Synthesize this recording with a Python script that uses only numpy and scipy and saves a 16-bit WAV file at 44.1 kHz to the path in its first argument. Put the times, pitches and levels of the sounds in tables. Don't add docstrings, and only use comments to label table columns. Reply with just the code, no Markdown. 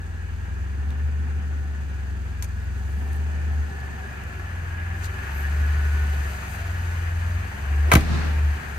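import sys
import numpy as np
from scipy import signal
from scipy.fft import rfft, irfft, next_fast_len
from scipy.io import wavfile
from scipy.ndimage import uniform_filter1d

SR = 44100
rng = np.random.default_rng(int(sys.argv[2]) if len(sys.argv) > 2 else 0)


def unload_wav(signal):
    wavfile.write(
        sys.argv[1],
        SR,
        np.round(np.clip(np.atleast_2d(signal).T, -1, 1) * 32767).astype(np.int16),
    )


N = 387198
T = np.arange(N) / SR
MEAN_FIRING_HZ = 23
SIDES = np.array([[1], [-1]])

# frequency_hz, left_minus_right_db
STEREO_BALANCE = [(60, -6), (130, -3.5), (400, 0), (700, -3), (1300, -2.5), (2400, 0.5), (4400, 6.5),
                  (8000, 7.5), (15000, -3.5)]
# frequency_hz, left_minus_right_db
OUTSIDE_BALANCE = [(200, -1), (400, 3), (700, 3), (1290, 6.5), (2400, 2.5), (4400, 3.5), (8000, 2),
                   (15000, -1)]
# frequency_hz, density_db (per Hz)
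HISS_SPECTRUM = [(2400, -12), (3200, -0.5), (4200, -0.7), (5200, -1), (5480, -7), (5800, -7), (6100, 1.5),
                 (6900, 1), (7400, -5), (8300, -1.5), (9700, -8.5), (11000, -8.5), (12600, -5.5),
                 (14200, -11), (16000, -20)]


def gain_of(db):
    return 10 ** (np.asarray(db) / 20)


def evened(x):
    return x / np.sqrt(np.mean(x ** 2) + 1e-20)


def decay(t, t60):
    return np.exp(-np.log(1000) * t / t60)


def read(points, hz):
    f, value = np.transpose(points)
    return np.interp(np.log(hz + 1), np.log(f + 1), value)


def curve(points):
    s, value = np.transpose(points)
    return np.interp(T, s, value)


def add(mix, s, sound):
    part = mix[:, round(s * SR):][:, :sound.shape[-1]]
    part += sound[..., :part.shape[1]]


def drift(hz):
    size = next_fast_len(N // 16 + 2)
    s = np.arange(size) * 16 / SR
    lowpass = 1 / (1 + (np.fft.rfftfreq(size, s[1]) / hz) ** 4)
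    slow = irfft(rfft(rng.standard_normal(size)) * lowpass, size)
    return evened(np.interp(T, s, slow))


def noise(spectrum, size=N, balance=STEREO_BALANCE):
    # frequency_hz, coherence (-1 to 1)
    coherence = [(60, 0.7), (130, 1), (290, 0.53), (640, 0.14), (1200, 0.32), (1700, 0.42), (2400, 0.28),
                 (4500, -0.6), (6500, 0.41), (8500, 0.12), (12500, 1)]
    # frequency_hz, phase_rad
    left_lead = [(200, 0), (400, -.5), (700, -2.25), (1700, -2.5), (4500, 3), (6500, -2), (8500, -4),
                 (12000, -5)]
    padded = next_fast_len(size)
    hz = np.fft.rfftfreq(padded, 1 / SR)
    shared, separate = rfft(rng.standard_normal((2, padded)))
    same = np.clip(read(coherence, hz), -1, 1)
    lean = gain_of(read(balance, hz) / 2)
    left = shared * lean
    delayed = shared * np.exp(-1j * read(left_lead, hz))
    right = (same * delayed + np.sqrt(1 - same ** 2) * separate) / lean
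    pair = np.array([left, right]) * gain_of(read(spectrum, hz))
    return evened(irfft(pair, padded)[:, :size])


def burst(spectrum, t60, rise=0.00019, balance=STEREO_BALANCE):
    t = T[:SR // 4]
    return noise(spectrum, size=len(t), balance=balance) * (1 - np.exp(-t / rise)) * decay(t, t60)


def struck(modes, apart=0.14):
    t = T[:SR // 3]
    ring = 0
    for hz, db, t60 in modes:
        phase = rng.random() + apart * rng.standard_normal((2, 1))
        ring = ring + gain_of(db) * decay(t, t60) * np.sin(2 * np.pi * (hz * t + phase))
    return ring


def openness_outside():
    # time_s, openness (0-1)
    way_out = [(0, 0), (2.7, 0.07), (3.4, 0.12), (4.3, 0.57), (5.3, 0.98), (7.2, 0.94), (8.78, 0.93)]
    return np.clip(curve(way_out), 0, 1)


def level(law, firing_hz):
    seat_db, db_per_hz, outside_db = law
    speed_db = db_per_hz * (firing_hz - MEAN_FIRING_HZ)
    return gain_of(seat_db + speed_db + outside_db * openness_outside())


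def hum(hum_hz=123, hum_db=-53, waver_db=1.0):
    return gain_of(hum_db + waver_db * drift(4)) * np.sqrt(2) * np.cos(2 * np.pi * hum_hz * T)


def hall(x, build=0.0072):
    # frequency_hz, t60_s
    room_t60 = [(60, 1.8), (250, 1.23), (1500, 3), (5000, 1.47), (9000, 1.1), (15000, 1.6)]
    # frequency_hz, density_db (per Hz)
    room_colour = [(25, -5), (70, 11.5), (170, 23), (260, 18.5), (340, 10.5), (600, 1), (1100, -0.5),
                   (1800, -0.5), (2600, -3.5), (5000, -8), (9000, -16), (15000, -46)]
    # delay_s, spread_s, swell_db
    wall_answers = [(0.19, 0.04, 7), (0.29, 0.075, 7.5)]
    scattered = np.sqrt((x ** 2).mean(0)) * rng.standard_normal((2, N))
    hz, t, z = signal.stft(noise(room_colour, size=SR), SR, nperseg=512)
    answers_db = sum(db * np.exp(-((t - delay) / spread) ** 2) for delay, spread, db in wall_answers)
    swell = (1 - np.exp(-t / build)) * gain_of(answers_db)
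    z = z * decay(t, read(room_t60, hz)[:, None]) * swell
    tail = signal.istft(z, SR, nperseg=512)[1]
    return signal.fftconvolve(scattered, tail / np.linalg.norm(tail[0]), axes=1)[:, :N]


def clothes():
    # centre_s, length_s, level_db, centre_hz, width_octaves
    brushes = [(2.98, 0.6, -61, 12490, 0.57), (3.145, 0.11, -55, 10500, 0.41),
               (5.027, 0.14, -52, 8500, 0.92), (5.051, 0.08, -42.5, 7180, 1.1),
               (5.392, 0.2, -51, 12600, 0.18), (6.304, 0.2, -55, 11120, 0.42),
               (6.528, 0.2, -50.5, 11890, 0.6)]
    out = np.zeros((2, N))
    hz = np.geomspace(100, SR / 2, 80)
    for s, length, db, centre_hz, octaves in brushes:
        off_band = np.log2(hz / centre_hz) / octaves
        band = np.transpose([hz, read(HISS_SPECTRUM[1:], hz) - 10 * np.log10(1 + off_band ** 6)])
        stroke = np.hanning(round(length * SR))
        add(out, s - length / 2, gain_of(db) * stroke * noise(band, size=len(stroke)))
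    snags = evened(gain_of(2.5 * drift(700) + 1.2 * drift(70)))
    return out * snags


def clicks(ping_t60=0.0084):
    # start_s, snap_db, snap_t60_s, hollow_db, ring_db, ping_hz, ping_db
    contacts = [(0.905, -44, 0.011, -25, -22, 3760, -40), (2.4245, -26, 0.012, -24, -8.5, 6350, -25),
                (2.4276, -35.5, .06, -18, -5, 2400, -38), (2.4414, -39, .025, -10, -6, 8700, -42),
                (2.4445, -39.5, .045, -10, -5, 6500, -39), (2.643, -52, .012, -25, -20, 13000, -48),
                (3.132, -42, 0.009, -22, -16, 9300, -40), (4.237, -45, .012, -15, -14, 12500, -48),
                (4.396, -48, 0.015, 7, -20, 620, -35)]
    # frequency_hz, density_db (per Hz)
    plastic = [(300, -19), (1500, -16), (2400, -3), (3300, -4), (5000, -8.5), (6300, -3), (8000, -7),
               (10000, -7), (13000, -5), (16000, -28)]
    hollow = [(200, -21), (600, 4), (1000, -3), (1700, 6), (3000, -20), (8000, -35)]
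    # frequency_hz, relative_db, t60_s
    switch_modes = [(990, -7, 0.08), (2350, -6, 0.03), (3730, -14, .03), (5356, -12, .05), (6056, -6, .05),
                    (6680, -4, .05), (8650, -9, 0.05), (9500, -10, .03), (11720, -9, .04), (13300, 0, .016)]
    out = np.zeros((2, N))
    for s, db, t60, hollow_db, ring_db, ping_hz, ping_db in contacts:
        snap = burst(plastic, t60)
        knock = gain_of(hollow_db) * burst(hollow, 0.15)
        add(out, s, gain_of(db) * (snap + knock))
        ring = gain_of(db + ring_db) * struck(switch_modes)
        add(out, s, ring + struck([(ping_hz, ping_db, ping_t60)]))
    return out


def door(push=0.0032, panel_db=-21, trim_db=-20, trim_t60=0.19):
    # start_s, length_s, level_db
    air_rush = (7.83, 0.09, -32.5)
    # frequency_hz, density_db (per Hz)
    air = [(100, -2), (400, 6), (900, 1), (2000, -11), (8000, -30)]
    trim = [(60, -17), (130, 4), (220, 0), (330, 0), (520, -8), (800, -13), (2000, -55)]
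    # frequency_hz, relative_db, t60_s
    panel_modes = [(35.9, -5, 1.6), (110.5, 2, 0.1), (161, 2.5, 0.11), (213, 3, 0.12), (256, 6, 0.11),
                   (307, 7, 0.13), (335, -0.5, 0.11)]
    # start_s, level_db, glide_s, t60_s
    thumps = [(7.9379, -0.5, 0.0034, 0.086), (7.9568, -0.5, 0.005, 0.1)]
    flex_high_hz, flex_low_hz = 284, 66
    out, t = np.zeros((2, N)), T[:SR]
    s, length, db = air_rush
    swell = np.linspace(0, 1, round(length * SR))
    add(out, s, gain_of(db) * swell * noise(air, size=len(swell)))
    panel = sum(gain_of(db) * decay(t, t60) * np.sin(2 * np.pi * hz * t) for hz, db, t60 in panel_modes)
    for s, db, glide, t60 in thumps:
        hz = flex_low_hz + (flex_high_hz - flex_low_hz) * np.exp(-t / glide)
        flex = np.sin(2 * np.pi * np.cumsum(hz) / SR) * decay(t, t60)
        add(out, s, gain_of(db) * (1 - np.exp(-t / push)) * (flex + gain_of(panel_db) * panel))
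        add(out, s, gain_of(db + trim_db) * burst(trim, trim_t60, rise=0.0048))
    return out


def latch(rattle_db=-6, rattle_t60=0.11, rise=0.0003, lean_db=1.0):
    # start_s, ring_db, ring_time_share, snap_db, snap_t60_s, ring_pitch_hz
    contacts = [(7.9163, -9.5, 0.76, -14, 0.03, 2300), (7.9178, -14, 0.8, -30, 0.03, 1250),
                (7.9212, -11.5, 1.1, -18, 0.053, 1520), (7.9305, -16.5, 0.7, -20, 0.03, 517),
                (7.9346, -19, 0.46, -10.5, 0.023, 1250), (7.9372, -17, 0.6, -9, 0.032, 1030),
                (7.9523, -24, 0.4, -8.5, 0.024, 2340), (7.9543, -12, 0.52, -17, 0.04, 2040),
                (7.9575, -16.5, 1.05, -27.5, 0.19, 1560), (7.968, -23, 0.8, -24, 0.04, 1900),
                (8.008, -36, 0.6, -30, 0.03, 2000)]
    # frequency_hz, relative_db, t60_s (before the share)
    steel = [(497, 0, 0.15), (660, 3, 0.11), (798, -0.5, 0.14), (1034, -2.5, 0.078), (1224, 0, 0.08),
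             (1339, 3.5, 0.08), (1568, 4, 0.039), (2016, 0, 0.066), (2250, -0.5, 0.07), (2335, -3.5, 0.055),
             (2600, -9, 0.023), (3170, -6, 0.054), (3920, -5, 0.061)]
    # frequency_hz, density_db (per Hz)
    rattle_spectrum = [(150, -6), (450, -3), (780, -1), (1100, 6), (1340, 2), (1460, -12), (1650, 6),
                       (1950, -12), (2280, 6), (2500, -7), (3000, -11), (4100, -15), (7000, -33),
                       (16000, -26)]
    snap_spectrum = [(300, 7.5), (2000, 7), (2700, 4.5), (3200, 3), (4000, -1.5), (5600, -3.5), (6500, 2),
                     (7600, -7), (9000, -2), (12000, -3.5), (16000, -14)]
    # frequency_hz, left_minus_right_db
    snap_balance = [(500, 1), (3500, 2), (8000, -3), (14000, 0)]
    focus_db, focus_octaves = 13.5, 0.25
    out = np.zeros((2, N))
    for s, ring_db, ring_share, snap_db, snap_t60, pitch_hz in contacts:
        modes = []
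        for hz, db, t60 in steel:
            nearness = np.exp(-(np.log2(hz / pitch_hz) / focus_octaves) ** 2)
            modes.append((hz, db - focus_db * (1 - nearness), t60 * ring_share))
        ring = struck(modes)
        add(out, s, gain_of(ring_db) * ring * (1 - np.exp(-T[:ring.shape[1]] / rise)))
        rattle = gain_of(ring_db + rattle_db) * burst(rattle_spectrum, rattle_t60 * ring_share)
        snap = gain_of(snap_db) * burst(snap_spectrum, snap_t60, balance=snap_balance)
        add(out, s, rattle + snap)
    return out * gain_of(SIDES * lean_db)


def whine(whine_hz=1476, waver_hz=2.02, fading_db=3.0):
    # time_s, level_db
    whine_level = [(0, -62), (.7, -64), (.9, -56.5), (1.8, -56), (2.3, -65), (2.7, -55), (3.05, -68),
                   (3.45, -52.5), (4.1, -58.5), (4.7, -54), (5.15, -54), (5.55, -47), (6, -43),
                   (6.4, -53.5), (6.85, -49), (7.5, -56), (8.78, -55)]
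    turns = np.cumsum(whine_hz + waver_hz * drift(5.1)) / SR
    level_db = curve(whine_level)
    channels = []
    for lag in (0, 1):
        fading = gain_of(level_db + fading_db * drift(12.0))
        channels.append(fading * np.sqrt(2) * np.cos(2 * np.pi * turns + lag))
    return np.array(channels)


def intake(dull_db=-3, dull_above_hz=9000, flutter_db=0.6):
    # time_s, level_db
    hiss_level = [(0, -58), (2.2, -57), (3.8, -54), (4.8, -55), (5.3, -50), (6.3, -47.5), (7.2, -50.5),
                  (8.78, -50.5)]
    openness = openness_outside()
    dulled = [(hz, db + dull_db * (hz > dull_above_hz)) for hz, db in HISS_SPECTRUM]
    inside = np.sqrt(1 - openness) * noise(dulled)
    outside = np.sqrt(openness) * noise(HISS_SPECTRUM, balance=OUTSIDE_BALANCE)
    return gain_of(curve(hiss_level) + flutter_db * drift(39)) * (inside + outside)


def belt(firing_hz, waver_hz=14, flare_db=2.0, lag=1.82):
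    # centre_hz, width_hz, relative_db
    bands = [(1673, 41, 0.5), (1762, 41, 0.5)]
    # time_s, level_db
    belt_level = [(0, -56.5), (2.7, -57), (3.3, -52), (3.95, -47.5), (4.5, -52.5), (5.25, -44), (5.7, -44),
                  (6.3, -50.5), (6.9, -49), (7.5, -54), (8.78, -51)]
    rise_hz = 20 * (firing_hz - MEAN_FIRING_HZ)
    out = np.zeros((2, N))
    for hz, width, db in bands:
        turns = np.cumsum(hz + rise_hz + waver_hz * drift(7)) / SR
        band = (drift(width / 2) + 1j * drift(width / 2)) * np.exp(2j * np.pi * turns)
        pair = np.array([band, band * np.exp(1j * lag)]).real
        out += gain_of(db + flare_db * drift(5.7)) * pair
    return gain_of(curve(belt_level)) * out


def valve_gear(turns, firing_hz, fading=0.49, jitter=.006):
    # firing_multiple, peak_db (relative), resonance_hz, width_hz
    gear_orders = [(16, 0, 398, 37), (17, -2, 388, 26), (19, -2, 470, 20), (32, -0.5, 762, 37)]
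    # time_s, level_db
    gear_level = [(0, -59.5), (2.7, -63.5), (3.1, -58.5), (4.2, -51.5), (5.35, -54.5), (6.3, -56),
                  (8.78, -57)]
    orders = 0
    for k, db, hz, width in gear_orders:
        fade = 1 + fading * drift(13)
        uneven_turns = turns + jitter * drift(25.0)
        tone = np.sqrt(2) * np.cos(2 * np.pi * k * (uneven_turns + rng.random((2, 1))))
        detuning = 2 * (k * firing_hz - hz) / width
        orders = orders + gain_of(db) * fade * tone / np.hypot(1, detuning)
    return gain_of(curve(gear_level)) * orders


def singing_parts(flare_db=2.0):
    # centre_hz, half_width_hz (at -6 dB), relative_db
    bay_modes = [(382, 46, -21.5), (487, 20, -26.5), (612.5, 4.6, -25.5), (689, 20, -22.5),
                 (771, 24, -21.5), (903, 39, -21), (1367, 17, -13.5), (1631, 37, -9), (1866, 45, -15),
                 (2420, 210, -11), (2960, 5.1, -22)]
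    # time_s, boost_db
    footwell = [(0, 2), (2.6, 2), (3, 11), (4.4, 5), (8.78, 7.5)]
    padded = next_fast_len(N)
    hz, out = np.fft.rfftfreq(padded, 1 / SR), np.zeros((2, N))
    shaking = rfft(rng.standard_normal((2, padded)))
    footwell_db = curve(footwell)
    for centre, width, db in bay_modes:
        ring = irfft(shaking / (1 + ((hz - centre) / width) ** 2), padded)[:, :N]
        is_low = centre < 1000
        out += gain_of(db + is_low * footwell_db) * evened(ring * gain_of(flare_db * drift(4.2)))
    return out


def engine_bay(turns, firing_hz, clatter_db=1.0, throb=0.045, flutter_db=1.17, lean_db=0.9):
    # frequency_hz, density_db (per Hz)
    rumble = [(18, -21), (30, -26), (48, -35), (80, 7.5), (115, 1.5), (165, -1.5), (205, 3), (245, -2),
              (290, -6.5), (400, -8), (560, -17), (900, -66.5)]
    clatter_inside = [(260, -4), (450, -2), (560, -3.5), (850, 2.5), (1120, -0.5), (1330, 1.5), (1850, 4),
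                      (2050, -4.5), (2400, -6.5), (2820, -4), (3100, -12), (3500, -14), (4500, -63)]
    clatter_outside = [(260, -6), (450, -13.5), (540, -4), (850, -1.5), (1100, 2), (1350, 2.5), (1850, 6),
                       (2050, -0.5), (2450, -2), (2820, -3.5), (3200, -10.5), (3500, -19), (4500, -45)]
    rumble_law = (-42.5, 0.97, -1.55)
    clatter_law = (-48.5, 0.36, 8.8)
    openness = openness_outside()
    beat = 1 + throb * (np.cos(2 * np.pi * 2 * turns) + np.cos(2 * np.pi * turns))
    inside = np.sqrt(1 - openness) * noise(clatter_inside)
    outside = np.sqrt(openness) * noise(clatter_outside, balance=OUTSIDE_BALANCE)
    low = level(rumble_law, firing_hz) * noise(rumble)
    valves = gain_of(clatter_db + flutter_db * drift(25)) * (inside + outside)
    singing = gain_of(SIDES * lean_db) * singing_parts()
    return (low + level(clatter_law, firing_hz) * (valves + singing)) * beat


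def firing_rate(sag_linger=1.25):
    # time_s, firing_hz
    hunt = [(0.201, 20.82), (1.17, 24.62), (2.498, 21.68), (3.33, 24.83), (4.75, 21.12), (5.7, 24.67),
            (7.08, 21.01), (8.08, 25.16), (9.3, 21.33)]
    s, hz = np.transpose(hunt)
    place = np.interp(T, s, np.arange(len(s)))
    leg = np.minimum(place.astype(int), len(s) - 2)
    step = np.diff(hz)[leg]
    progress = (place - leg) ** np.where(step < 0, sag_linger, 1)
    return hz[leg] + step * (1 - np.cos(np.pi * progress)) / 2


def exhaust(turns, firing_hz, half_db=-21, uneven=0.3, cabin_lag=0.52, cabin_lean_db=0.36):
    # firing_multiple, seat_db, outside_db
    weak_harmonics = [(1, -55, -56), (5, -50, -47), (6, -61.5, -48.5), (7, -52.5, -51), (8, -63.5, -67),
                      (9, -58.5, -59.5)]
    # pitch_hz, level_db
    boom_inside = [(42, -36), (46, -43), (49.5, -50), (63, -30), (68, -25.5), (74, -24), (84, -27),
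                   (87.5, -32), (93, -37), (99, -57)]
    boom_outside = [(42, -42), (49.5, -40.5), (63, -38), (66, -32), (69.5, -32.5), (72, -23), (74.5, -20.5),
                    (84, -24.5), (88, -26), (92, -36), (99, -50)]
    # time_s, change_db
    boom_changes = [(0, -6.5), (1.1, 0.5), (1.8, -3), (2.9, -1.5), (3.62, 0), (3.73, -10), (4.5, -5.5),
                    (4.9, -3.5), (5.9, 1.5), (6.45, -3), (7.4, 1), (7.53, -5), (7.7, 2.5), (7.93, 2),
                    (8.03, -7.5), (8.11, 1.5), (8.22, -3.5), (8.48, 3), (8.56, -5), (8.61, -19),
                    (8.69, -6.5), (8.78, 0.5)]
    shake, shake_hz = .09, 13
    inside = 1 - openness_outside()
    change_db = curve(boom_changes)

    def tone(k):
        return np.sqrt(2) * np.cos(2 * np.pi * (k * turns + rng.random()) - SIDES * cabin_lag * inside / 2)

    def boom_tone(k, extra_db=0):
        seat_db, outside_db = read(boom_inside, k * firing_hz), read(boom_outside, k * firing_hz)
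        return gain_of(inside * seat_db + (1 - inside) * outside_db + change_db + extra_db) * tone(k)

    boom = sum(boom_tone(k) for k in (2, 3, 4))
    boom = boom + sum(boom_tone(k, half_db) for k in (2.5, 3.5, 4.5))
    rest = 0
    for k, seat_db, outside_db in weak_harmonics:
        gain = gain_of(inside * seat_db + (1 - inside) * outside_db)
        rest = rest + gain * tone(k) * (1 + uneven * drift(shake_hz))
    lean = gain_of(SIDES * (0.56 + cabin_lean_db * inside))
    return (boom * (1 + shake * drift(shake_hz)) + rest) * lean


def scene(hall_db=-14):
    firing_hz = firing_rate()
    turns = np.cumsum(firing_hz) / SR
    slam = latch() + door()
    engine = exhaust(turns, firing_hz) + engine_bay(turns, firing_hz) + valve_gear(turns, firing_hz)
    engine = engine + belt(firing_hz) + intake() + whine() + hum()
    return engine + clicks() + clothes() + slam + gain_of(hall_db) * hall(slam)


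def record(dry, threshold_db=-14, recovery_db_per_s=40, squeeze=0.097):
    edge_hz = 15800
    power_db = 10 * np.log10(abs(uniform_filter1d((dry ** 2).mean(0), size=300)) + 1e-12)
    fall = T * recovery_db_per_s
    held_db = np.maximum.accumulate(power_db + fall) - fall
    over_db = np.maximum(held_db - threshold_db, 0)
    ducked = dry / gain_of(squeeze * uniform_filter1d(over_db, size=200))
    lowpass = signal.firwin(511, edge_hz, window=("kaiser", 9), fs=SR)
    return signal.oaconvolve(np.tanh(ducked), lowpass[None], "same")


dry = scene()
out = record(dry)
unload_wav(out)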